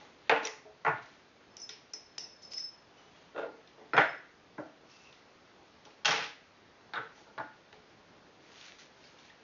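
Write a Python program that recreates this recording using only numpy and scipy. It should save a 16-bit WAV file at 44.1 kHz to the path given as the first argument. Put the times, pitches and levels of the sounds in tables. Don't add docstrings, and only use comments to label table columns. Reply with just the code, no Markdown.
import sys
import numpy as np
from scipy import signal
from scipy.io import wavfile
from scipy.ndimage import uniform_filter1d

SR = 44100
rng = np.random.default_rng(int(sys.argv[2]) if len(sys.argv) > 2 else 0)


def voltage_ratio(decibels):
    exponent = np.asarray(decibels, float) / 20
    return 10 ** exponent


def put_to_file(sound):
    columns = np.atleast_2d(sound).T
    safe = np.clip(columns, -1, 1)
    whole_steps = np.round(safe * 32767)
    wavfile.write(sys.argv[1], SR, whole_steps.astype(np.int16))


N = 415863
STROKE_ENDS_DB = -18.5


def evened(x):
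    return x / np.sqrt(np.mean(x ** 2) + 1e-20)


def matched(x, model):
    return x * np.linalg.norm(model) / np.linalg.norm(x)


def read(points, hz):
    f, value = np.transpose(points)
    return np.interp(np.log(hz + 1), np.log(f + 1), value)


def add(mix, start_s, sound):
    part = mix[round(start_s * SR):][:len(sound)]
    part += sound[:len(part)]


def band(x, low_hz, high_hz):
    sos = signal.butter(3, [low_hz, high_hz], "bandpass", fs=SR, output="sos")
    return evened(signal.sosfilt(sos, x))


def click(low_hz, high_hz):
    impulse = np.zeros(SR // 3)
    impulse[0] = 1
    return band(impulse, low_hz, high_hz)


def random_slips(size, per_s):
    return rng.standard_normal(size) * (rng.random(size) < per_s / SR)


def slow_wander(size, width):
    noise = rng.standard_normal((size, 2))
    return evened(uniform_filter1d(uniform_filter1d(noise, width, 0), width, 0)).T


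def arch(length_s, top):
    size = length_s * SR
    return np.interp(np.arange(round(size)), [0, np.clip(top, .01, .99) * size, size], [-1, 0, 1])


def modes(table, size=SR // 3):
    hz, db, t60_s = np.transpose(table)[:, :, None]
    t = np.arange(size) / SR
    fade_out = np.minimum((size / SR - t) * 20, 1)
    dying = voltage_ratio(db - 60 * t / np.clip(t60_s, .004, .6))
    return dying * np.sin(2 * np.pi * hz * t) * np.minimum(t * hz, 1) ** 2 * fade_out


def rattle(length_s, first, per_s):
    t = np.arange(4000) / SR
    contacts = random_slips(len(t), per_s) * np.exp(-t / max(length_s, 3e-4))
    contacts[0] = first
    return contacts


def causal(gain_db):
    log_gain = np.log(voltage_ratio(np.concatenate([gain_db, gain_db[-2:0:-1]])))
    return np.fft.ifft(np.exp(np.conj(signal.hilbert(log_gain)))).real[:len(gain_db)]


def knocks(clear_db=-9, per_s=2000, room_tilt=-0.61, thin_db=-7, bounce_db=-3, count=170):
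    # (start_s, peak_db, hardness_db per octave, rattle_s, first contact share 0-1)
    key = ([(100, -37), (314, -15), (366, -30), (450, 0.5), (872, -2.5), (1010, -5.5), (2600, -12.5),
           (7200, -49)], [(453, -12, 0.45), (520, -7, 0.14), (864, -3.5, 0.4), (1066, -21, 0.68),
           (1326, -15, 0.21), (1437, -15, 0.44), (1502, -15.5, 0.36), (1695, -9.5, .25), (1874, -19, 0.36),
           (2110, -19.5, 0.32), (2690, -24, 0.8)], [(0.295, -9.5, 4, 0.0038, 0.64),
           (0.313, -14, -2, 0.0045, 0.54), (0.361, -23.5, 5.5, 0.0036, 0.9)])
    handle_nudge = ([(120, -69), (200, -27), (436, -25), (529, -15), (623, 20), (2000, -36), (2600, -62),
                    (4400, -120)], [(425, 5.4, 0.37)], [(0.651, -48.5, -0.5, 0.018, 0.36),
                    (0.689, -53.5, 14, 0.015, 0.065)])
    handle = ([(131, -7), (165, -31), (442, -8), (538, -21), (643, -0.5), (2150, -14.5), (3000, -31),
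              (7200, -54)], [(440, -8, 0.25), (870, -2, 0.26), (1400, -5, 0.38), (1096, -4.5, 0.3),
              (1770, -10, 0.39), (750, -5.5, 0.13), (1026, -22, .29), (1454, -3.5, 0.28), (1614, -11, 0.22),
              (1940, -7.5, .21)], [(0.848, -23, 2.5, 0.0059, 0.89), (0.864, -18.5, 1.5, 0.0031, 0.44),
              (0.877, -19.5, 0.1, 0.024, 0.89)])
    tube_end = ([(230, -36.5), (450, 2), (538, -8), (1050, -21.5), (1450, -20.5), (2200, -32), (3500, -34),
                (7200, -54)], [(450, -3, 0.45), (554, 1.5, 0.17), (646, -5, 0.29), (1418, -2, 0.24),
                (1020, -18, .3), (1590, -23.5, 0.35), (2697, -17, 0.27), (3560, -16, .12)],
                [(3.346, -39.5, -4, 0.008, 0.8), (3.361, -32, -1, 0.011, 0.03),
                (3.377, -28.5, 0, 0.049, 0.2), (3.427, -30.5, -4, 0.02, 0.5)])
    tube_nudge = ([(120, -59), (200, -18.5), (445, -7), (1030, -16), (1120, -35), (2000, -20), (2600, -61),
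                  (4400, -120)], [(437, 3.4, 0.42)], [(3.778, -48.5, 0.34, 0.0081, 0.16),
                  (3.811, -46.5, -1, 0.015, 0.092)])
    tube_flat = ([(138, -21), (200, -25.5), (643, -1), (1100, -16), (1460, -4), (2000, -9), (2700, -21),
                 (7200, -45.5)], [(458.4, -6.5, 0.26), (854, -6.5, 0.12), (950, -10, .3), (1141, -16, 0.3),
                 (1372, -13, 0.33), (1397, -7.5, 0.3), (1489, -7, 0.25), (1530, -6, 0.27),
                 (1570, -20, 0.245), (1705, -17, 0.14), (1803, -22.5, .25), (1900, -6.5, .22),
                 (2186, -19, 0.32)], [(3.934, -19, -3, 0.02, 1), (3.966, -17.5, 3.7, 0.0067, 0.67),
                 (3.9775, -9, -0.5, 0.013, 0.62), (3.994, -15, 1.5, 0.019, 0.43)])
    tube_let_go = ([(140, -3.5), (230, -4.5), (299, 6), (366, 3.5), (700, 5.5), (1060, -9), (1500, -8.5),
                   (3500, -43)], [(851, -7, 0.11), (1383, -11, 0.29), (1510, -14, 0.34)],
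                   [(4.581, -30, -0.052, 0.0056, 0.47), (4.597, -36.5, 2.6, 0.0066, 0.65)])
    spring = ([(376, -24.5), (442, -1.5), (560, -14.5), (826, -9), (2900, -8), (4400, -12), (5600, -13.5),
              (7200, -29)], [(827, -13.5, 0.35), (1500, -8.5, 0.24), (2696, -7, 0.19), (2810, -18, .25),
              (3208, -6, 0.14), (4260, -23, .1), (5259, -9.5, .15), (6266, -19, .1)],
              [(6.0475, -16, -0.7, 0.018, 0.27), (6.055, -13.5, 9, 0.0091, 0.88),
              (6.078, -17, -2.3, 0.012, 0.49), (6.106, -17.5, 0.5, 0.035, 0.47),
              (6.123, -22.5, -3, 0.014, 0.83), (6.16, -27, -1.5, 0.026, 0.66),
              (6.194, -28.5, -2, 0.042, 0.41), (6.224, -29, 2, 0.061, 0.5)])
    rod_end = ([(397, -18.5), (442, 5), (620, -16.5), (1440, -3), (2550, -20.5), (3900, -26), (4600, -33),
               (7200, -45)], [(445, -25, 0.73), (854, -11, 0.35), (1410, -0.5, 0.25), (1513, -3.5, 0.34),
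               (740, -10, 0.34), (927, -6.5, 0.28), (1334, -4, 0.29), (2067, -18, .23)],
               [(6.935, -31, 1.1, 0.014, 0.96), (6.956, -31.5, 0.76, 0.016, 0.99),
               (6.968, -29, -0.86, 0.018, 0.34)])
    rod_flat = ([(100, -26.5), (769, -12.5), (856, -12.5), (1080, -15), (1660, -14), (2170, -27),
                (3990, -43), (7200, -50)], [(866, 0, 0.35), (1440, -4, 0.4), (1900, -27.5, 0.31),
                (666, -1.5, .1), (1125, -34, .15), (1580, -10, 0.24), (1830, -17, .26)],
                [(7.379, -29.5, -2.1, 0.0084, 0.55), (7.399, -29.5, -1.1, 0.0056, 0.55)])
    # pitch_hz, t60_s
    wood = [(140, 0.095), (450, 0.11), (1500, 0.026), (4000, 0.0063)]
    # pitch_hz, level_db
    table_colour = [(150, 7.5), (240, -3.5), (303, 6), (365, -5.5), (850, 2.5), (1060, 1), (1450, 2),
                    (2100, 1.9)]
    # pitch_hz, level_db, t60_s
    table_modes = [(305.5, -3.5, 0.14), (641, -10, 0.42), (1160, -11.5, 0.16), (1580, -12, 0.13),
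                   (1753, -14.5, 0.23), (1976, -6, 0.6)]
    table_sway = (138, -8.5, 0.21)
    pair_share, pair_db = .013, -9
    laid_down = [key, handle_nudge, handle, tube_end, tube_nudge,
                 tube_flat, tube_let_go, spring, rod_end, rod_flat]

    near, far = np.zeros(N), np.zeros((3, N))
    fine_hz = np.fft.rfftfreq(4096, 1 / SR)
    for colour, clear, contacts in laid_down:
        shared = [(f, db + read(colour, f), t60) for f, db, t60 in table_modes + [table_sway]]
        pairs = [(f * (1 + pair_share * (-1) ** m), db + pair_db, t60 * 1.15)
                 for m, (f, db, t60) in enumerate(clear)]
        tones = clear + pairs + shared
        chime, chime_hz = modes(tones), np.transpose(tones)[0]
        for k, (start_s, peak_db, hardness, length_s, first) in enumerate(contacts):
            hz = np.geomspace(110, 7300, count) * rng.uniform(.99, 1.01, count)
            t60_s = read(wood, hz)
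            train = rattle(length_s, first, per_s)
            share_db = read(colour, hz) + read(table_colour, hz) + hardness * np.log2(hz / 1000)
            share_db += 10 * np.log10(hz / t60_s)
            if k > 0:
                share_db += bounce_db * np.log2(np.maximum(hz / 2500, 1))
            body = rng.choice([-1, 1], count) @ modes(np.transpose([hz, share_db, t60_s]), size=4000)
            ring = signal.fftconvolve(train, body)
            scale = voltage_ratio(peak_db) / abs(ring).max()
            add(near, start_s, scale * ring)

            soft_db = .6 * min(hardness, 0) * np.log2(np.maximum(chime_hz / 700, 1))
            add(near, start_s, voltage_ratio(peak_db + clear_db + soft_db) @ chime)

            smooth_db = read(colour, fine_hz) + read(table_colour, fine_hz) + thin_db * (fine_hz < 200)
            smooth_db += (hardness + room_tilt) * np.log2(fine_hz / 1000 + 0.079)
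            smooth = causal(np.maximum(smooth_db, -100))
            add(far[k % 3], start_s, scale * matched(smooth, ring))
    return near + voltage_ratio(-2) * room(far)


def ticks(out, far, clear_db=-4, per_s=1500, spot_db=3):
    # pitch_hz, level_db, t60_s
    boards = [(430, 9, 0.38), (640, 3, 0.14), (839, 5, 0.19)]
    table_top = [(1400, 1, 0.045), (1997, 5.5, 0.054)]
    contact_crack = [(2530, -3.5, 0.016), (3020, -4.5, 0.015), (3700, 2.5, 0.016)]
    steel = [(5130, 9.5, 0.021), (5600, -1.5, 0.032), (5850, 12.5, 0.014), (6150, -33.5, .012)]
    # low_hz, high_hz, t60_s
    rushes = [(386, 1190, 0.031), (1010, 2070, 0.014), (2130, 4400, 0.013), (5000, 5920, 0.0057)]
    # start_s, boards_db, table_top_db, crack_db, steel_db
    hard_clicks = [(0.009, -47.5, -54.5, -61, -69.5), (0.4492, -37.5, -38, -29, -34),
                   (0.472, -53.5, -34.5, -48, -34), (1.568, -58, -65, -47.5, -34.5),
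                   (1.692, -53.5, -41, -32, -36), (1.935, -49, -46, -45.5, -30.5),
                   (2.1816, -53, -53, -38, -24), (2.446, -59, -77, -75, -53), (2.519, -56, -72, -45, -48),
                   (2.535, -76, -58, -53, -36), (2.58, -71, -49.5, -44.5, -33), (2.592, -72, -59, -62, -36)]
    # start_s, boards_db, table_top_db, crack_db, steel_db
    touches = [(3.674, -66, -72, -50, -55.5), (5.037, -70, -68, -54, -60), (5.067, -69, -72, -62, -67),
               (5.127, -64, -56, -49, -58), (5.853, -49, -71, -43.5, -48.5), (5.905, -58, -68, -48.5, -93),
               (7.7273, -52, -47.5, -47, -64), (8.557, -66, -57, -48, -66), (8.612, -66, -62, -42, -62),
               (8.785, -78, -53, -65, -66), (9.039, -70, -62, -48, -59), (9.187, -73, -64, -49, -60),
               (9.298, -67, -52, -49, -65)]

    bodies = [modes(b) for b in (boards, table_top, contact_crack, steel)]
    t = np.arange(SR // 3) / SR
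    for k, (start_s, *levels_db) in enumerate(hard_clicks + touches):
        contacts = rattle(0.0025, 0.62, per_s)
        skin_db = -2.5 if k >= len(hard_clicks) else 0
        for body, (low_hz, high_hz, t60_s), level_db in zip(bodies, rushes, levels_db):
            spot = voltage_ratio(clear_db + skin_db + spot_db * rng.standard_normal(len(body)))
            spot = spot * rng.choice([-1, 1], len(body))
            rush = band(rng.standard_normal(len(t)), low_hz, high_hz) * voltage_ratio(-60 * t / t60_s)
            rush *= np.minimum(t * low_hz, 1) ** 2
            ring = signal.fftconvolve(contacts, spot @ body + rush)
            ring *= voltage_ratio(level_db) / abs(ring).max()
            add(out, start_s, ring)
            add(far[k % 3], start_s, voltage_ratio(4.0) * matched(click(low_hz, high_hz), ring))


def pings(out, far):
    # start_s, peak_db, pitch_hz, t60_s
    short_pings = [
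        (0.4516, -21.5, 5850, 0.024),
        (1.599, -41, 6040, 0.048),
        (1.6165, -32, 5880, 0.027),
        (1.937, -35, 5790, 0.048),
        (2.424, -45.5, 5870, 0.03),
        (.4495, -27, 2580, 0.025),
        (.472, -31.5, 2050, 0.055),
        (2.5207, -60, 5640, 0.04),
                   (2.514, -38, 5100, 0.03), (2.52, -33, 5120, 0.04), (3.936, -32, 4100, 0.016),
                  (3.936, -40, 4500, .014), (3.978, -19, 3350, 0.034), (4.913, -50, 5470, 0.026),
                  (4.9671, -49, 5100, 0.02), (6.9367, -30, 3700, 0.014), (6.936, -35, 4160, 0.0099),
                  (6.958, -46, 3330, 0.077), (6.958, -43, 3600, .12), (6.956, -32.5, 3720, 0.019),
                  (6.9675, -39, 3800, 0.012), (7.3832, -37, 3920, 0.015), (9.041, -51, 5070, .03),
                  (9.047, -53, 2300, .02), (9.052, -48, 4520, 0.033), (9.073, -49, 4780, .02),
                  (9.286, -47, 2350, .02), (9.291, -59, 3100, .015), (9.302, -43, 1840, 0.027),
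                  (7.7275, -53, 1760, .04)]
    spread = 0.094

    t = np.arange(SR // 3) / SR
    for start_s, peak_db, hz, t60_s in short_pings:
        ping = modes([(hz, peak_db, t60_s)])[0] * np.minimum(t / 0.0023, 1)
        add(out, start_s, ping)
        add(far[1], start_s, voltage_ratio(-1.5) * matched(click(hz * (1 - spread), hz * (1 + spread)), ping))


def shocks(out, far):
    # start_s, peak_db, low_hz, high_hz
    bare_shocks = [(0.299, -33, 1800, 6500), (0.4492, -36, 1910, 6500), (0.472, -23, 1600, 4500),
                   (1.692, -38, 1810, 4600), (2.181, -43, 2500, 6500), (2.1808, -24.5, 600, 5500),
                   (2.5347, -30, 1900, 6800), (2.5816, -35, 1810, 6500), (3.9788, -11, 300, 2000),
                   (3.9345, -21, 300, 1600), (4.58, -44, 302, 2000), (0.472, -25.5, 5000, 7200),
                   (0.4525, -27.5, 5000, 7220), (6.9354, -40, 500, 3000), (6.9358, -35, 3040, 4360),
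                   (6.9553, -36, 3040, 4300), (7.3836, -37.5, 3000, 4500), (5.1265, -47, 2260, 5200),
                   (6.056, -25, 2400, 6800), (6.0773, -23, 2500, 6800), (6.088, -22, 1500, 4500),
                   (6.113, -26, 3500, 6800), (6.129, -36, 3500, 6800), (6.162, -23, 1800, 5000),
                   (6.225, -33, 2470, 6800), (7.379, -31, 300, 2200), (7.7292, -40, 400, 5000),
                   (8.612, -39, 2000, 5000), (8.617, -47, 2000, 4500), (8.666, -43, 800, 4000),
                   (8.7213, -37, 1800, 4000)]
    for start_s, peak_db, low_hz, high_hz in bare_shocks:
        shock = click(low_hz, high_hz)
        add(out, start_s, voltage_ratio(peak_db) * shock / abs(shock).max())
        add(far[0], start_s, voltage_ratio(peak_db - 1.0) * shock / abs(shock).max())


def small_contacts():
    out, far = np.zeros(N), np.zeros((3, N))
    ticks(out, far)
    pings(out, far)
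    shocks(out, far)
    return out + voltage_ratio(-5.5) * room(far)


def tube(waver=0.35, drift_hz=20):
    # start_s, peak_db, rise_s, t60_s
    strikes = [(1.5, -67, 0.0082, 0.2), (1.57, -44, 0.068, 0.15), (1.691, -47, 0.013, 0.24),
               (1.933, -33, 0.0035, 0.08), (1.968, -51, 0.01, 0.098), (1.95, -56, 0.024, .7),
               (2.186, -44, 0.013, 0.18), (2.205, -49, 0.016, 0.044), (2.232, -46, 0.011, 0.083),
               (2.285, -57.5, .012, 0.61), (2.424, -50, 0.011, 0.15), (2.446, -45.5, 0.0051, 0.047),
               (2.46, -59, 0.017, .4), (2.51, -46.5, 0.0091, 0.054), (2.533, -39, 0.014, 0.43),
               (2.57, -30.5, 0.0077, 0.036), (2.586, -38.5, 0.019, 0.088), (2.612, -41, 0.011, 0.28),
               (2.63, -41, 0.0216, 0.22), (2.72, -60, 0.025, 0.3), (3.934, -55, 0.0024, 0.43),
               (3.966, -52, .005, .15), (4.0, -62, 0.017, .4), (4.08, -57, 0.018, 0.27),
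               (4.16, -67, 0.018, 0.18)]
    ring_hz, twin_hz, twin_db = 5233, 5200, -14

    power, t = np.zeros(N), np.arange(SR) / SR
    for start_s, peak_db, rise_s, t60_s in strikes:
        rise = np.minimum(t / rise_s, 1) ** 2
        fall = voltage_ratio(peak_db - 60 * np.maximum(t - rise_s, 0) / t60_s)
        add(power, start_s, (rise * fall) ** 2)
    grip, drift = slow_wander(N, 350)
    turns = np.cumsum(ring_hz + drift_hz * drift) / SR
    twin = voltage_ratio(twin_db + 1.5 * grip) * np.sin(2 * np.pi * turns * twin_hz / ring_hz)
    return np.sqrt(2 * power) * (np.sin(2 * np.pi * turns) + twin) * (1 + waver * grip)


def coils():
    length_s = .25
    out, size = np.zeros(N), round(length_s * SR)
    skips = random_slips(SR, 1300)[:size] * (1 - 0.6 * abs(arch(length_s, 0.82)))
    ringing = signal.fftconvolve(skips, modes([(2670, 0, .028)])[0])
    add(out, 4.895, voltage_ratio(-65) * ringing / np.sqrt(np.mean(ringing[:size] ** 2)))
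    return out


def drags(t60_s=0.048, per_s=3000):
    # start_s, length_s, peak_db, share of the length to the peak 0-1
    slides = [
        (0.402, 0.082, -42, 0.2),
        (3.437, 0.18, -51, 0),
        (5.845, 0.081, -58, 0),
        (7.14, 0.12, -58.5, 0.44),
        (7.253, 0.11, -57, 0.2),
        (8.455, 0.097, -62, .5),
    ]
    # pitch_hz, level_db
    humming_boards = [(310, -3), (455, -1), (650, -4), (850, -1), (1400, -6.5)]

    push = np.zeros(N)
    for start_s, length_s, peak_db, top in slides:
        add(push, start_s, voltage_ratio(peak_db + STROKE_ENDS_DB * arch(length_s, top) ** 2))
    hum = modes([(hz, db, t60_s) for hz, db in humming_boards], size=4000).sum(0)
    slips = random_slips(N, per_s) * np.sqrt(SR / per_s)
    return signal.oaconvolve(push * slips, hum / np.linalg.norm(hum))[:N]


def squeak(flutter_db=3):
    # start_s, pitch_hz, level_db
    squeak_paths = [
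        [(2.968, 2950, -80), (2.98, 2970, -71), (2.998, 3020, -69), (3.03, 2930, -72), (3.05, 2915, -73),
         (3.08, 3020, -73), (3.105, 3060, -80)],
        [(3.125, 3150, -82), (3.145, 3320, -73), (3.19, 3370, -72), (3.22, 3270, -74), (3.245, 3140, -73),
         (3.28, 3120, -80)],
    ]
    octave_levels = [-8, -14]

    out = np.zeros(N)
    for path, octave_db in zip(squeak_paths, octave_levels):
        s, hz, db = np.transpose(path)
        t = np.arange(s[0], s[-1], 1 / SR)
        grip = slow_wander(SR // 2, 400)[:, :len(t)]
        turn = 2 * np.pi * np.cumsum(uniform_filter1d(np.interp(t, s, hz), 400)) / SR
        tone = voltage_ratio(flutter_db * grip[0] / 2) * np.sin(turn)
        tone += voltage_ratio(octave_db + flutter_db * grip[1]) * np.sin(2 * turn)
        swell = voltage_ratio(np.interp(t, s, db)) * signal.windows.tukey(len(t), .15)
        add(out, s[0], np.sqrt(2) * tone * swell)
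    return out


def rustle(per_s=14000, size_db=3.0):
    # start_s, length_s, peak_db, share of length to the peak 0-1, treble_db
    strokes = [(0, 0.19, -60.5, 0, -5), (0.153, 0.14, -64, 0.94, -13), (0.414, 0.081, -41, 0.73, -10),
               (0.423, 0.061, -62.5, 0.35, 14), (0.928, 0.11, -55.5, 0.4, -38),
               (1.006, 0.31, -61, 0.07, -5), (2.415, 0.092, -72.5, 0.1, 13.5),
               (2.5, 0.16, -62.5, 0.12, 7.5), (2.947, 0.19, -69, 0.2, -3), (3.117, 0.3, -67, 0.17, -7),
               (4.85, 0.47, -68, 0.14, 3.5), (5.849, 0.026, -62, 0.05, -2), (5.87, 0.14, -78, 0, 3.5),
               (7.084, 0.27, -65, 0.4, 0), (8.405, 0.4, -54.5, 0.66, -3), (8.783, 0.14, -57.5, 0.03, -0.5),
               (8.888, 0.42, -65, 0.4, -1), (9.03, 0.066, -70, .15, 0), (9.165, 0.092, -64, 0.37, -1),
               (9.213, 0.16, -61.5, 0.26, -4.5)]

    slips = random_slips(N, per_s) * voltage_ratio(size_db * np.minimum(rng.exponential(1, N), 4))
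    dull, bright = np.zeros((2, N))
    for start_s, length_s, peak_db, top, treble_db in strokes:
        power = voltage_ratio(peak_db + STROKE_ENDS_DB * abs(arch(length_s, top)) ** 1.38) ** 2
        add(dull, start_s, power)
        add(bright, start_s, power * voltage_ratio(treble_db) ** 2)
    return np.sqrt(dull) * band(slips, 1300, 3770) + np.sqrt(bright) * band(slips, 4200, 6280)


def room(x, gap_s=0.0012, build_s=0.011):
    # pitch_hz, t60_s
    room_decay = [(100, 0.39), (260, 0.47), (700, 0.34), (1840, 0.48), (4850, 0.39)]

    taps = np.zeros((3, SR))
    at = np.arange(0, SR - 20, 20) + rng.integers(0, 20, (3, SR // 20 - 1))
    np.put_along_axis(taps, at, rng.choice([-1., 1.], at.shape), 1)
    hz, t, z = signal.stft(taps, SR, nperseg=256)
    z = z * voltage_ratio(-60 * t / read(room_decay, hz)[:, None])
    tails = signal.istft(z, SR, nperseg=256)[1][:, :SR]
    tails *= np.clip((np.arange(SR) / SR - gap_s) / build_s, 0, 1)
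    return signal.fftconvolve(x, tails / np.linalg.norm(tails[0]), axes=1)[:, :N].sum(0)


def hiss(patchy_db=0.9, low_swell_db=0.7):
    # pitch_hz, level_db per Hz
    hiss_colour = [(20, -36), (92, -8.5), (300, -5), (560, -6.5), (1700, -12.5), (4790, -20), (6440, -25),
                   (7290, -37)]

    frames, hz = N // 256 + 5, np.fft.rfftfreq(1024, 1 / SR)
    a, b, patches = rng.standard_normal((frames, 513, 3)).T
    patches = evened(uniform_filter1d(uniform_filter1d(patches, 10, 0), 12, 1))
    swell = evened(uniform_filter1d(rng.standard_normal(frames), 16)) * (hz[:, None] < 1200)
    level_db = read(hiss_colour, hz)[:, None] + patchy_db * patches + low_swell_db * swell
    noise = signal.istft((a + 1j * b) * voltage_ratio(level_db), nperseg=1024, noverlap=768)[1][:N]
    return voltage_ratio(-59.5) * evened(noise)


def scene():
    low_cut = signal.butter(6, 112, "highpass", fs=SR, output="sos")
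    struck = signal.sosfilt(low_cut, knocks() + small_contacts())
    return (struck + tube() + coils() + drags() + squeak() + rustle() + hiss())[None]


def band_limit(x):
    return signal.sosfilt(signal.butter(12, 7440, fs=SR, output="sos"), x)


def record(dry):
    power_db = 10 * np.log10(abs(uniform_filter1d(dry[0] ** 2, 600)) + 1e-12)
    fall_db = np.arange(N) * 47.0 / SR
    held_db = np.maximum.accumulate(power_db + fall_db) - fall_db
    over_db = np.maximum(held_db + 70.0, 0)
    ducked = dry / voltage_ratio(0.051 * uniform_filter1d(over_db, 300))
    voice_band = signal.firwin(301, 7147, window=("kaiser", 9), fs=SR)
    narrow = signal.oaconvolve(ducked, voice_band[None], "same")
    return band_limit(narrow)


dry = scene()
out = record(dry)
put_to_file(out)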